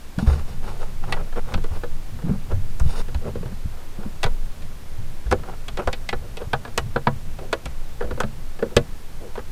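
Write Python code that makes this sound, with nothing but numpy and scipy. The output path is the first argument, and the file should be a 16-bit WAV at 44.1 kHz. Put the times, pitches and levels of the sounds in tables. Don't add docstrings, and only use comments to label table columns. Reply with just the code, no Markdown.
import sys
import numpy as np
from scipy import signal
from scipy.fft import rfft, irfft, next_fast_len
from scipy.io import wavfile
from scipy.ndimage import uniform_filter1d, map_coordinates

SR = 44100
rng = np.random.default_rng(int(sys.argv[2]) if len(sys.argv) > 2 else 0)


def waveform_to_disk(signal):
    frames = np.transpose(np.atleast_2d(signal))
    scaled = np.clip(frames, -1, 1) * 32767
    samples = np.round(scaled).astype(np.int16)
    wavfile.write(sys.argv[1], SR, samples)


def ratio_of_db(decibels):
    return 10 ** (np.asarray(decibels, float) / 20)


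N = 419391

# time_s, level_db
ROCKING_LEVEL = [(0.0, -30.5), (0.13, -37), (0.45, -22), (1.83, -17.5), (2.3, -27), (2.86, -12.5),
                 (3.28, -28), (4.21, -24.5), (4.26, -15), (4.79, -29), (5.16, -18.5), (5.22, -30),
                 (6.17, -23), (6.22, -32), (7.36, -24), (7.68, -39), (7.73, -22), (9.51, -29)]
# time_s, level_db
WEIGHT_SHIFT = [(0.0, -61), (0.32, -35.5), (2.19, -40.5), (3.36, -36.5), (3.71, -46), (6.46, -40.5),
                (9.51, -46)]
# freq_hz, density_db_per_hz
ROCKING_SPECTRUM = [(2, 2), (5, 5.5), (11, 14), (18, 14), (25, -6.5), (33, -31), (45, -64)]
# freq_hz, density_db_per_hz
RUMBLE_SPECTRUM = [(18, -41), (30, -20), (45, -2), (70, -3), (135, -4.5), (250, -19.5), (450, -68)]
# time_s, peak_db, mode_hz, t60_s
SOFT_BLOWS = [(0.177, -14, 180, 0.091), (0.224, -14.5, 220, 0.095), (0.271, -6.5, 71.6, 0.33),
              (1.538, -18, 56.5, 0.082), (1.705, -22, 88, 0.13), (2.236, -18.5, 175, 0.29),
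              (2.291, -14, 146, 0.25), (2.524, -18, 96.2, 0.47), (2.803, -11.5, 61, 0.15),
              (2.857, -18.5, 88, 0.13), (3.149, -15.5, 74, 0.13), (3.274, -24, 135, 0.26),
              (3.456, -22.5, 129, 0.12), (3.642, -22, 69, 0.16), (4.049, -27.5, 159, 0.11),
              (4.247, -18, 127, 0.086), (4.3, -26, 56.5, 0.15), (4.98, -23.5, 102, 0.16),
              (5.256, -20, 57, 0.41), (5.31, -16.5, 89, 0.23), (5.871, -19.5, 77, 0.094),
              (6.529, -22.5, 137, 0.23), (6.774, -23, 87.6, 0.14), (6.954, -24, 137, 0.23),
              (7.067, -17, 137, 0.25), (7.654, -24, 56.5, 0.23), (8.038, -23, 57, 0.29),
              (8.109, -25, 71, 0.12), (8.237, -20.5, 134, 0.22), (8.763, -11.5, 133, 0.16)]
# time_s, peak_db, mode_hz, t60_s
KNUCKLE_BLOWS = [
    (1.552, -23.5, 205, 0.11),
    (2.261, -22, 205, 0.14),
    (2.308, -14, 194, 0.16),
    (3.405, -23.5, 172, 0.12),
    (3.52, -26, 209, 0.072),
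    (3.652, -24, 190, 0.075),
    (3.985, -25, 204, 0.1),
    (4.058, -22.5, 200, 0.093),
    (7.657, -23, 157, 0.094),
]
# start_s, rise_s, fall_s, peak_db, brightness_db
SLEEVE_STROKES = [(0.18, 0.013, 0.098, -43, 3), (0.262, 0.019, 0.046, -39, -1.5),
                  (0.29, 0.041, 0.11, -40, -1), (0.44, 0.054, 0.072, -45.5, 1),
                  (0.61, 0.063, 0.18, -42, -2.5), (0.79, 0.019, 0.12, -44, -3),
                  (1.02, 0.11, 0.042, -36.5, -8.5), (1.43, 0.096, 0.034, -40.5, -6),
                  (1.67, 0.093, 0.038, -42, -5), (2.84, 0.072, 0.071, -41, 3), (2.95, 0.046, 0.028, -37, 3),
                  (3.7, 0.11, 0.07, -49.5, -23)]
# start_s, rise_s, fall_s, peak_db, brightness_db
DRAG_STROKES = [(1.16, 0.013, 0.13, -39, -2), (1.355, 0.02, 0.029, -28, -1.5),
                (2.21, 0.09, 0.068, -38, -3.5), (2.48, 0.044, 0.042, -34.5, -5.5),
                (3.21, 0.069, 0.04, -31, -9), (3.36, 0.13, 0.059, -48, -5), (3.96, 0.032, 0.15, -43, -3),
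                (5.38, 0.011, 0.02, -42, -5), (5.45, 0.028, 0.087, -39, 4.5), (5.78, 0.012, 0.057, -30, -1),
                (6.21, 0.036, 0.046, -42, -12), (6.39, 0.023, 0.052, -37.5, -0.5),
                (7.39, 0.032, 0.1, -37, -18), (8.0, 0.045, 0.048, -35.5, -13),
                (8.07, 0.047, 0.044, -36, -11), (8.615, 0.012, 0.05, -32.5, -19),
                (8.69, 0.04, 0.025, -38.5, -18), (9.205, 0.0094, 0.11, -38, -22)]
# rel_db, brightness_share
SLEEVE_BALANCE = [(0.85, -0.0095), (-7.5, 0.96)]
# rel_db, brightness_share
DRAG_BALANCE = [(-1.7, 1), (-23, 0.46)]
# freq_hz, density_db_per_hz
HELD_SPECTRUM = [(500, -25), (750, 4), (1000, -1.5), (1400, -1.5), (1800, -11.5), (3000, -17), (4500, -49)]
# freq_hz, density_db_per_hz
SWISH_SPECTRUM = [(1200, -33), (2000, 3), (3000, 4.5), (5900, 2), (7500, -5), (8800, -4.5), (10500, -9),
                  (15000, -18), (15500, -60)]
# freq_hz, level_db, t60_s
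SHEATH_MODES = [(2970, -1.5, 0.023), (3550, -5, 0.016), (4530, -7, 0.014), (5700, 0, 0.011),
                (6500, 0, 0.01), (8000, 3, 0.009), (8900, 9, 0.0098)]
# time_s, panel_peak_db, low_rel_db, block_rel_db, tip_rel_db
TOOL_KNOCKS = [(0.187, -20, -15, -16.5, -20), (1.125, -15, -12, -0.5, -15.5), (1.168, -22, -15, -20, -36),
               (1.541, -18, -6.5, -5.5, -20), (2.799, -23, -15, -14.5, -9),
               (4.232, -16, -11.5, -1.5, -14.5), (4.24, -13.5, -13, -3.5, -15), (5.313, -17, -14, -9, -15),
               (5.316, -11.5, -6.5, -18, -24), (5.325, -7, -6, -16.5, -26), (5.875, -8, -9, -18, -26.5),
               (6.091, -20.5, -26, 2, -11.5), (6.129, -14.5, -10, -11, -33), (6.533, -7, -14.5, -13, -30),
               (6.778, -11, -13.5, -4.5, -8.5), (6.961, -11, -6.5, -16, -40), (7.071, -2.5, -9, -18.5, -46),
               (7.529, -7, -11.5, -12.5, -21), (8.009, -22, -1, -19, -31), (8.204, -9, -14.5, -14, -18.5),
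               (8.235, -21.5, -1, -10, -30), (8.626, -17.5, 1, -18.5, -36), (8.767, -6.5, -0.5, -2.5, -13)]
# time_s, panel_peak_db, hardness_db
SCREW_SLIPS = [(0.273, -27.5, -10), (1.641, -26, -10), (1.76, -37, -7), (2.52, -34, -9), (3.084, -33, -10),
               (3.146, -31, -4), (4.262, -19.5, -12), (4.622, -46, 3.5), (5.683, -27.5, -0.5),
               (5.773, -24, -4), (5.93, -23.5, 0.4), (6.371, -30.5, 1), (6.676, -30.5, -11),
               (7.657, -26, -3)]
# time_s, panel_peak_db, low_rel_db
WALL_TOUCHES = [(0.81, -38, -1.5), (1.326, -31, -8), (1.36, -29, -4), (1.577, -29, 0.5), (1.836, -24.5, 2),
                (2.189, -32.5, -8), (2.222, -34, -8.5), (3.355, -30.5, 4), (3.43, -35.5, 0),
                (3.458, -33.5, 1), (3.52, -40, -1), (4.03, -35.5, -6), (5.265, -34.5, -1),
                (5.435, -30.5, -6), (6.417, -30.5, 0.5), (6.651, -23, -7.5), (7.388, -27, -9),
                (8.024, -26, -7), (8.046, -34.5, 8.5), (8.11, -23, 0.5), (8.176, -30, 2.5),
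                (8.591, -26.5, -6), (8.66, -37, 9), (8.705, -41, -7), (9.355, -24, -14),
                (9.377, -25.5, 1.5), (9.39, -27.5, -10)]
# freq_hz, level_db, t60_s
LOW_MODES = [(232.4, -5.5, 0.11), (341, -8.5, 0.12), (402.5, 1, 0.068), (483, 0, 0.097), (556, -4, 0.093)]
# freq_hz, level_db, t60_s
PANEL_MODES = [(648, -7, 0.13), (792, -0.5, 0.083), (969, -2, 0.073), (1098, -13, 0.13), (1200, -6, 0.042),
               (1323, -4, 0.033), (1413, -8, 0.05), (1520, -4.5, 0.017), (1610, 4, 0.0045), (1700, 1, 0.05)]
# freq_hz, level_db, t60_s
BLOCK_MODES = [(1980, -4, 0.061), (2256, -4.5, 0.053), (2546, -3.5, 0.041), (2896, -11.5, 0.062),
               (3278, -3.5, 0.029), (3627, -13.5, 0.034), (3915, -9.5, 0.027), (4530, -8.5, 0.02)]
# freq_hz, density_db_per_hz
PANEL_DENSE = [(450, -5.5), (700, 3), (1000, -3), (1500, 0), (1900, -16.5), (2600, -49)]
# freq_hz, density_db_per_hz
BLOCK_DENSE = [(1500, -9), (2000, -7.5), (2450, 2), (2850, -3), (3250, -1.5), (4500, -5.5), (5500, -18),
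               (7000, -49)]
# freq_hz, density_db_per_hz
TIP_SPECTRUM = [(3800, -23), (5200, 0), (8400, -4), (11000, -12), (15000, -19), (16400, -38)]
# freq_hz, density_db_per_hz
HISS_SPECTRUM = [(16, -8), (28, -8), (42, -9.5), (65, -10.5), (130, -27), (238, -25), (14300, -48),
                 (15500, -50)]


def unit(x):
    return x / np.sqrt(np.mean(x ** 2) + 1e-20)


def peak_one(x):
    return x / np.abs(x).max()


def level_curve(rows):
    time_s, level_db = np.transpose(rows)
    return np.interp(np.arange(N) / SR, time_s, level_db)


def wobble(rate_hz):
    knots = rng.standard_normal(int(N * rate_hz / SR) + 4)
    return map_coordinates(knots, [np.arange(N) * rate_hz / SR])


def coloured(x, spectrum):
    size = next_fast_len(len(x) + 8192)
    hz, db = np.transpose(spectrum)
    log_hz = np.log(np.fft.rfftfreq(size, 1 / SR) + 0.064)
    gain = ratio_of_db(np.interp(log_hz, np.log(hz), db, left=-120))
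    return unit(irfft(rfft(x, size) * gain, size)[:len(x)])


def below(x, top_hz):
    return irfft(rfft(x) * (np.fft.rfftfreq(len(x), 1 / SR) < top_hz), len(x))


def ring(modes, t, spread_db, detune=0.0):
    hz, db, t60_s = np.transpose(modes)[:, :, None]
    sign_luck, level_luck, tune_luck = rng.standard_normal((3, len(modes), 1))
    wave = np.sin(2 * np.pi * hz * (1 + detune * tune_luck) * t)
    decay = ratio_of_db(db + spread_db * level_luck - 60 * t / t60_s)
    return peak_one(np.sum(np.sign(sign_luck) * decay * wave, 0))


def struck(response, force):
    return peak_one(signal.fftconvolve(response, force)[:len(response)])


def wash(spectrum, t, rise_s, t60_s):
    noise = coloured(rng.standard_normal(len(t)), spectrum)
    return peak_one(noise * (1 - np.exp(-(t / rise_s) ** 2)) * ratio_of_db(-60 * t / t60_s))


def add_at(out, start_s, sound):
    out[max(round(start_s * SR), 0):][:len(sound)] += sound


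def van_body():
    after_thump_db, after_thump_t60_s = -16, 0.39
    rumble_db = 0.85
    t = np.arange(N) / SR
    load = ratio_of_db(rumble_db + level_curve(WEIGHT_SHIFT))
    for start_s, peak_db, *_ in SOFT_BLOWS:
        load += (t > start_s) * ratio_of_db(peak_db + after_thump_db - 60 * np.abs(t - start_s) / after_thump_t60_s)
    rocking = coloured(rng.standard_normal(N), ROCKING_SPECTRUM)
    power = np.abs(uniform_filter1d(rocking ** 2, size=9000))
    rocking = unit(rocking / np.sqrt(power + 0.11))
    rumble = coloured(rng.standard_normal(N), RUMBLE_SPECTRUM)
    rumble = unit(ratio_of_db(3.4 * wobble(15)) * rumble)
    return ratio_of_db(level_curve(ROCKING_LEVEL)) * rocking + load * rumble


def thumps():
    out, t = np.zeros(N + SR), np.arange(SR // 2) / SR
    for start_s, peak_db, hz, t60_s in SOFT_BLOWS + KNUCKLE_BLOWS:
        modes = [(hz, 0, t60_s), (hz * 1.6, -9, t60_s), (hz * 0.71, -14, t60_s)]
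        push = np.gradient(np.exp(-3.5 * hz * t) * (hz * t) ** 2)
        thump = struck(ring(modes, t, spread_db=5), push)
        add_at(out, start_s + 0.002, ratio_of_db(peak_db + 1.5) * thump)
    return out[:N]


def strokes():
    edge_db = -15
    t, gains = np.arange(N) / SR, np.zeros((3, N))
    for rows, balance in ((SLEEVE_STROKES, SLEEVE_BALANCE), (DRAG_STROKES, DRAG_BALANCE)):
        for start_s, rise_s, fall_s, peak_db, bright_db in rows:
            top_s = start_s + rise_s
            u = np.interp(t, [start_s, top_s, top_s + fall_s], [0, 1, 0])
            shape = np.clip(u / 0.14, 0, 1) * ratio_of_db(peak_db + edge_db * (1 - u))
            layer_db = [0] + [rel_db + share * bright_db for rel_db, share in balance]
            gains += shape * ratio_of_db(layer_db)[:, None]
    return gains


def rubbing():
    low_gain, upper_gain, swish_gain = strokes()
    slips = ratio_of_db(3.04 * wobble(60) + 2.9 * wobble(300))
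    t = np.arange(SR // 8) / SR
    held_modes = [(hz, db, t60_s * 0.39) for hz, db, t60_s in LOW_MODES]
    held = ring(held_modes, t, spread_db=-1)
    low = unit(signal.oaconvolve(slips ** 0.45 * rng.standard_normal(N), held)[:N])
    upper = coloured(slips * rng.standard_normal(N), HELD_SPECTRUM)
    swish = coloured(slips ** 0.36 * rng.standard_normal(N), SWISH_SPECTRUM)
    sheath = unit(signal.oaconvolve(swish, ring(SHEATH_MODES, t, spread_db=-4))[:N])
    swish = unit(swish + ratio_of_db(-5.5) * sheath)
    return ratio_of_db(2.5) * low_gain * low + ratio_of_db(1.0) * upper_gain * upper + ratio_of_db(3.0) * swish_gain * swish


def contacts():
    knock_s, slip_s, touch_s = 0.0031, 0.0041, 0.0034
    slip_low_db, slip_tip_db = -6.5, -11
    touch_block_db, touch_tip_db = -14, -30
    knocks = [(*row, knock_s) for row in TOOL_KNOCKS]
    slips = [(s, db, slip_low_db, hard_db, hard_db + slip_tip_db, slip_s) for s, db, hard_db in SCREW_SLIPS]
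    touches = [(s, db, low_db, touch_block_db, touch_tip_db, touch_s) for s, db, low_db in WALL_TOUCHES]
    return sorted(knocks + slips + touches)


def low_wall(t, chatter_s, force):
    low = ring(LOW_MODES, t, spread_db=1, detune=0.0224)
    swell = 1 - np.exp(-(t / chatter_s) ** 2)
    return ratio_of_db(-1) * low * swell + ratio_of_db(-8) * struck(low, force)


def panel_ring(t, chatter_s, force):
    modes = struck(ring(PANEL_MODES, t, spread_db=-2, detune=0.011), force)
    return ratio_of_db(-4) * modes + wash(PANEL_DENSE, t, 0.54 * chatter_s, 0.029 + 11 * chatter_s)


def block_ring(t, chatter_s, force):
    dense = wash(BLOCK_DENSE, t, 0.27 * chatter_s, 0.025 + 8 * chatter_s)
    modes = struck(ring(BLOCK_MODES, t, spread_db=2, detune=0.015), force)
    return ratio_of_db(-3) * dense + ratio_of_db(-5.5) * modes


def tip_crack(t, chatter_s):
    crack = wash(TIP_SPECTRUM, t, 0.12 * chatter_s, 6 * chatter_s)
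    return crack + ratio_of_db(-12.5) * wash(TIP_SPECTRUM, t, 0.0016, 0.068)


def taps():
    out, t = np.zeros(N + SR), np.arange(SR // 8) / SR
    for start_s, peak_db, low_db, block_db, tip_db, chatter_s in contacts():
        u = t / chatter_s
        force = rng.standard_normal((2, len(t))) * np.sqrt(u) * np.exp(-1.6 * u)
        tap = panel_ring(t, chatter_s, force[1])
        tap += ratio_of_db(low_db + 8.5) * low_wall(t, chatter_s, force[0])
        tap += ratio_of_db(block_db + 6.5) * block_ring(t, chatter_s, force[0])
        tap += ratio_of_db(tip_db + 10) * tip_crack(t, chatter_s)
        add_at(out, start_s - 0.0015, ratio_of_db(peak_db - 2.5) * tap)
    return out[:N]


def scene():
    return (van_body() + thumps() + rubbing() + taps())[None]


def microphone_hiss():
    hiss_db, top_hz = -40.5, 15350
    return ratio_of_db(hiss_db) * below(coloured(rng.standard_normal(N), HISS_SPECTRUM), top_hz)


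def roll_off(x):
    return signal.sosfilt(signal.butter(12, 16480, fs=SR, output="sos"), x)


def record(dry):
    ceiling, top_hz = 0.95, 16400
    rounded = dry[0] / (1 + np.abs(dry[0] / ceiling) ** 6) ** (1 / 6)
    mix = below(rounded, top_hz)[None] + microphone_hiss()
    return roll_off(mix)


dry = scene()
out = record(dry)
waveform_to_disk(out)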